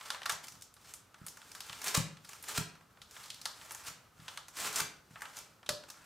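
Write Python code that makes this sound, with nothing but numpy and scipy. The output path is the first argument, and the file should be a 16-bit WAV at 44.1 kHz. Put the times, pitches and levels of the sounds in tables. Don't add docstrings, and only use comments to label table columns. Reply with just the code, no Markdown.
import sys
import numpy as np
from scipy import signal
from scipy.io import wavfile

SR = 44100
rng = np.random.default_rng(int(sys.argv[2]) if len(sys.argv) > 2 else 0)


def wrap_up_sound(samples):
    columns = np.atleast_2d(samples).T
    tamed = np.clip(columns, -1, 1)
    steps = np.round(tamed * 32767).astype(np.int16)
    wavfile.write(sys.argv[1], SR, steps)


def gain_from_db(level_db):
    decades = np.asarray(level_db, float) / 20
    return 10 ** decades


N = 266838


def rms_one(x):
    return x / np.sqrt(np.mean(x ** 2) + 1e-20)


def at_hz(points, hz):
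    points_hz, values = np.transpose(points)
    return np.interp(np.log(hz), np.log(points_hz), values)


def drift(rate_hz):
    r = np.exp(-2 * np.pi * rate_hz / SR)
    slow = signal.lfilter([1], [1, -2 * r, r * r], rng.standard_normal(N + SR))
    return rms_one(slow[SR:])


def resonance(x, hz, width_hz):
    r = np.exp(-np.pi * width_hz / SR)
    zeros = np.array([1, 0, -1]) * (1 - r * r) / 2
    poles = [1, -2 * r * np.cos(2 * np.pi * hz / SR), r * r]
    return signal.lfilter(zeros, poles, x)


def hollow(x):
    # [f/Hz, width/Hz, level/dB]
    air_modes = [(900, 750, -4), (1212, 117, 5), (1457, 695, -2.5)]
    air = 0
    for k, (hz, width_hz, db) in enumerate(air_modes):
        air = air + (-1) ** k * gain_from_db(db) * resonance(x, hz, width_hz)
    return signal.sosfilt(signal.butter(2, [600, 3500], "band", fs=SR, output="sos"), air)


def bank(x, gain):
    band_edges_hz = 35 * 2 ** np.arange(0, 9.1, .5)
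    out = 0
    for k, (low, high) in enumerate(zip(band_edges_hz, band_edges_hz[1:])):
        bandpass = signal.butter(2, [low, high], "band", fs=SR, output="sos")
        out = out + signal.sosfilt(bandpass, x[k % 2]) * gain(np.sqrt(low * high))
    return out


def sides(hz):
    # [f/Hz, level/dB]
    side_level = [(60, -29), (250, -7), (1000, -7.5), (4000, -9.5), (10000, -7.5)]
    return np.array([[1], [gain_from_db(at_hz(side_level, hz))]])


def left_right(mid_side):
    return mid_side[0] + mid_side[1] * np.array([[1], [-1]])


def strike(hits, modes, spread_db, soft_hz):
    out = np.zeros(N)
    luck = rng.normal(0, 1, (len(hits), len(modes)))
    at = [round(s * SR) for s, db in hits]
    hit_db = np.array(hits)[:, 1]
    for k, (hz, level_db, t60) in enumerate(modes):
        clicks = np.full(N, 1e-18)
        clicks[at] = gain_from_db(hit_db + level_db + spread_db * luck[:, k])
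        r = gain_from_db(-60 / (t60 * SR))
        w = 2 * np.pi * hz / SR
        out += signal.lfilter([0, np.sin(w)], [1, -2 * r * np.cos(w), r * r], clicks)
    return signal.sosfilt(signal.butter(2, min(soft_hz, 20000), fs=SR, output="sos"), out)


def strokes():
    # [start/s, end/s, level at the end/dB, hollow box part against paper/dB]
    presses = [(0.0, 0.14, -54.5, -1), (0.42, 0.6, -69, -38), (0.815, 0.924, -61, -6.5),
               (1.185, 1.925, -50, -4), (2.27, 2.36, -57, -9), (2.435, 2.56, -66.5, -3),
               (3.12, 3.262, -57, -4.5), (3.365, 3.859, -53.5, -3.5), (4.206, 4.34, -60, -1),
               (4.566, 4.742, -53.5, -1.5), (5.11, 5.4, -60, -2), (5.817, 6.048, -68, 3)]
    build_db_per_s, set_down_db_per_s, lift_db_per_s = 28.5, 319, 150
    t = np.arange(N) / SR
    paper, box = gain_from_db(-101.5), 0
    for start, end, db, box_db in presses:
        build = build_db_per_s * np.maximum(end - t, 0)
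        set_down = set_down_db_per_s * np.maximum(start - t, 0)
        lift = lift_db_per_s * np.maximum(t - end, 0)
        press = gain_from_db(db - build - set_down - lift)
        paper = paper + press
        box = box + press * gain_from_db(box_db)
    return paper, box


def drag():
    # [peak t/s, level/dB, rise/ms]
    tugs = [(0.445, -46, 9.5), (1.888, -42.5, 48), (1.953, -31.5, 7.9), (1.974, -31.5, 10.3),
            (2.515, -42.5, 44), (2.565, -37.5, 16.6), (2.58, -30, 7), (3.883, -42, 14.2),
            (4.596, -45.5, 31.5), (4.663, -41.5, 55), (4.79, -37.5, 43), (4.805, -27.5, 5.2),
            (5.377, -46.5, 15), (5.891, -52.5, 6.3)]
    # [f/Hz, level per Hz/dB]
    paper_colour = [(180, -8), (300, -4.5), (885, -3), (1500, -10.5), (2200, 0.5), (6400, 0.5), (9000, 2),
                    (12000, -11), (16000, -7.5)]
    fall_share, tug_box_db = 0.46, -7
    slips_per_s, spiky_db, clump_db, clump_hz = 14000, 2.5, 2.5, 45
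    t = np.arange(N) / SR
    paper, box = strokes()
    for peak_s, tug_db, rise_ms in tugs:
        ms = 1000 * (t - peak_s)
        share = np.where(ms < 0, 1, fall_share)
        swell = gain_from_db(tug_db) * np.exp(-(ms / max(rise_ms, .5) / share) ** 2)
        paper = paper + swell
        box = box + swell * gain_from_db(tug_box_db)
    sizes = gain_from_db(spiky_db * np.minimum(rng.exponential(1, (3, N)), 4))
    slips = (rng.random((3, N)) < slips_per_s / SR) * rng.standard_normal((3, N)) * sizes
    slips = slips * gain_from_db(clump_db * drift(clump_hz))
    hiss = rms_one(bank(slips, lambda hz: gain_from_db(at_hz(paper_colour, hz))))
    return paper * hiss + box * rms_one(hollow(slips[2]))


def smacks():
    pops_per_s, pop_ms, spread_db = 70, 3.0, 5
    effort = gain_from_db(-67.0) * strokes()[0] / gain_from_db(-58)
    sizes = gain_from_db(spread_db * np.minimum(rng.exponential(1, N), 3))
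    pops = (rng.random(N) < pops_per_s / SR) * effort * sizes
    fading = signal.lfilter([1], [1, -np.exp(-1000 / (pop_ms * SR))], pops)
    swarm = fading * rng.standard_normal(N)
    return hollow(swarm) + gain_from_db(3.0) * resonance(swarm, 7400, 6000)


def room_noise():
    # [f/Hz, level per Hz/dB]
    room_colour = [(24, -25), (40, 5), (112, 9), (337, -1), (646, -2), (1270, -2), (1850, -8.5),
                   (7360, -14), (13100, -19.5), (14800, -14), (16000, -28)]
    noise = bank(rng.standard_normal((2, 2, N)), lambda hz: sides(hz) * gain_from_db(at_hz(room_colour, hz)))
    band = rms_one(resonance(rng.standard_normal(N), 1295, 160))
    steady = left_right(rms_one(noise) * np.sqrt(.5))
    wavering = gain_from_db(-65 + drift(7.2)) * steady
    flickering = gain_from_db(-77 + 4.5 * drift(12)) * band
    return wavering + flickering


def kitchen(x):
    # [f/Hz, t60/s]
    ring_s = [(100, 0.33), (300, 0.63), (800, 0.42), (2100, 0.44), (5500, 0.36), (14600, 0.22)]
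    gap_ms, build_ms = 1.6, 1.6
    t = np.arange(SR * 3 // 4) / SR
    noise = rng.standard_normal((2, 2, len(t)))
    tail = bank(noise, lambda hz: sides(hz) * gain_from_db(-60 * t / at_hz(ring_s, hz)))
    tail *= 1 - np.exp(-np.maximum(1000 * t - gap_ms, 0) / build_ms)
    tail = tail / np.sqrt(np.sum(tail[0] ** 2))
    return left_right(signal.fftconvolve(x[None], tail, axes=1)[:, :N])


def snaps():
    # [t/s, level/dB, crisp centre f/Hz, hollow box part against crisp part/dB]
    creases = [(0.0103, -44.5, 3260, 1), (0.057, -45.5, 3730, -1.5), (0.1035, -26.5, 3480, -3),
               (0.146, -42.5, 3340, 9.5), (0.218, -45.5, 3040, 6), (0.2314, -40.5, 3280, -5),
               (0.2568, -37, 4970, 5), (0.2595, -31.5, 3920, -1), (0.2948, -29.5, 6700, 2),
               (0.2992, -30.5, 3560, -13), (0.311, -40, 7250, -19), (0.3202, -33.5, 6130, -35),
               (0.4698, -46.5, 5970, -31), (0.482, -41.5, 6070, -11.5), (0.521, -47, 6000, -9),
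               (0.553, -54, 4970, -1.5), (0.6108, -50, 6240, -14), (0.6214, -41.5, 6140, -19),
               (0.74, -51.5, 9300, -30), (0.7656, -59, 4400, 0), (0.847, -59, 4000, 3),
               (0.9376, -38.5, 8000, -13.5), (1.143, -52, 3180, 4), (1.265, -38.5, 9600, -11),
               (1.2828, -39.5, 5800, -21), (1.3709, -48.5, 6040, 1), (1.416, -48.5, 3140, -4),
               (1.516, -42.5, 5650, -10), (1.5501, -41.5, 4640, -3), (1.605, -34, 4150, -11.5),
               (1.696, -39.5, 2930, -2), (1.729, -39, 3210, -5.5), (1.8166, -39, 6130, -4),
               (1.8425, -34, 7860, -16), (1.8804, -29, 4900, -15), (2.1698, -52.5, 2780, -2.5),
               (2.247, -49, 4470, -5), (2.2912, -44, 6980, -4), (2.332, -44.5, 5670, -1),
               (2.4257, -44, 11900, -27), (2.4392, -43, 6440, -3), (2.485, -39, 7300, -5),
               (2.752, -59.5, 4000, 5), (2.809, -61.5, 3260, 7), (2.972, -69.5, 2940, 15.5),
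               (3.017, -45.5, 3760, -9), (3.1105, -47, 6000, -15), (3.1652, -47.5, 2800, 3.5),
               (3.236, -48, 4050, -12), (3.258, -48, 4550, -10), (3.3017, -35.5, 3700, -38),
               (3.3435, -42.5, 4890, -26), (3.4145, -41, 4900, -15), (3.4553, -27.5, 4200, -5),
               (3.6135, -47, 3300, 0.5), (3.708, -40.5, 5700, 1), (3.719, -38.5, 10000, -21),
               (3.7477, -37.5, 7040, -7), (4.1997, -54, 3300, -3), (4.2804, -39, 2980, -3.5),
               (4.374, -35, 3400, -2), (4.4827, -45.5, 6150, -5), (4.7275, -39, 7110, -6),
               (4.7587, -25.5, 6700, -31), (5.1574, -63.5, 3000, 20.5), (5.2074, -51, 7500, 4.5),
               (5.219, -42, 7560, 7.5), (5.254, -45.5, 2880, 2), (5.3687, -40, 5760, -31),
               (5.3877, -38.5, 6400, -14), (5.6297, -56.5, 3200, 6.5), (5.662, -43.5, 3070, -9),
               (5.6908, -25, 4300, -7.5), (5.836, -52.5, 3400, 1), (5.9008, -40.5, 5770, -10)]
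    thin_ms, thin_spread = 4.37, 0.25
    crack_spread_db, broad_db, reach = 3.5, -9, 2.8
    size = 2048
    out = np.zeros((2, N + size))
    t = np.arange(size) / SR
    cracks = rng.standard_normal((len(creases), 2, size))
    sizes = gain_from_db(crack_spread_db * np.minimum(rng.exponential(1, (len(creases), size)), 4))
    lengths_ms = thin_ms * np.exp(thin_spread * rng.standard_normal(len(creases)))
    click = 1. * (t == 0)
    for (s, db, hz, box_db), (crack, echo), grain, ms in zip(creases, cracks, sizes, lengths_ms):
        shape = (1 - np.exp(-t / 0.0001)) * np.exp(-1000 * t / max(ms, .4))
        top_hz = min(reach * hz, 15000)
        band = signal.butter(2, [1900, top_hz], "band", fs=SR, output="sos")
        gain = gain_from_db(db) * np.sqrt(np.mean(shape ** 2))
        i = round(s * SR)
        for way, paper, air in ((0, crack * grain * shape, echo * shape), (1, click, click)):
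            broad = signal.sosfilt(band, paper)
            crisp = resonance(broad, hz, 0.42 * hz) + gain_from_db(broad_db) * broad
            out[way, i:i + size] += gain * (rms_one(crisp) + gain_from_db(box_db) * rms_one(hollow(air)))
    return out[:, :N]


def knocks():
    # [paper peak t/s, level/dB]
    bumps = [(0.314, -58.5), (0.53, -62), (1.205, -52), (1.689, -58.5), (1.966, -32.5), (2.573, -36),
             (3.873, -55), (4.185, -55), (4.804, -49), (5.099, -57.5), (5.692, -50.5)]
    # [f/Hz, level/dB, t60/s]
    counter_modes = [(55, -28, .1), (82, -19, .1), (120, -6, .11), (156, 0, .1), (150, -17, .4),
                     (161, -11, .45), (188, -5, .09), (240, -6, .06), (280, -15, .25), (365, -28, .15),
                     (480, -26, .08)]
    lag_ms, bounce_ms, bounce_db = 9.94, 26.0, -7
    first = [(s + lag_ms / 1000, db) for s, db in bumps]
    bounces = [(s + bounce_ms / 1000, db + bounce_db) for s, db in first]
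    ears = [strike(first + bounces, counter_modes, spread_db=3.5, soft_hz=378) for ear in "LR"]
    return -np.array(ears)


def clink():
    # [t/s, level/dB]
    rim_hits = [(5.6905, -39.5)]
    # [f/Hz, level/dB, t60/s]
    spoon_modes = [(560, -8, .04), (598, 4, .13), (745, 1, .04), (1690, -7, .13), (1960, -9, .1),
                   (2428, -13, .1), (3386, -14, .08), (3860, -3, .015), (4630, -11, .12), (5760, -5, .015)]
    return strike(rim_hits, spoon_modes, spread_db=0, soft_hz=12000)


def scene():
    thuds = knocks()
    direct, to_walls = snaps()
    near = drag() + smacks() + clink()
    walls = gain_from_db(-4.5) * kitchen(near + to_walls + gain_from_db(-7.5) * thuds[0])
    return near + direct + thuds + walls + room_noise()


def low_pass(x):
    return signal.sosfilt(signal.butter(12, 17000, fs=SR, output="sos"), x)


def record(dry):
    mix = signal.sosfilt(signal.butter(2, 48, "high", fs=SR, output="sos"), dry)
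    mix = signal.sosfilt(signal.cheby2(10, 60, 16750, fs=SR, output="sos"), mix)
    return low_pass(mix)


dry = scene()
out = record(dry)
wrap_up_sound(out)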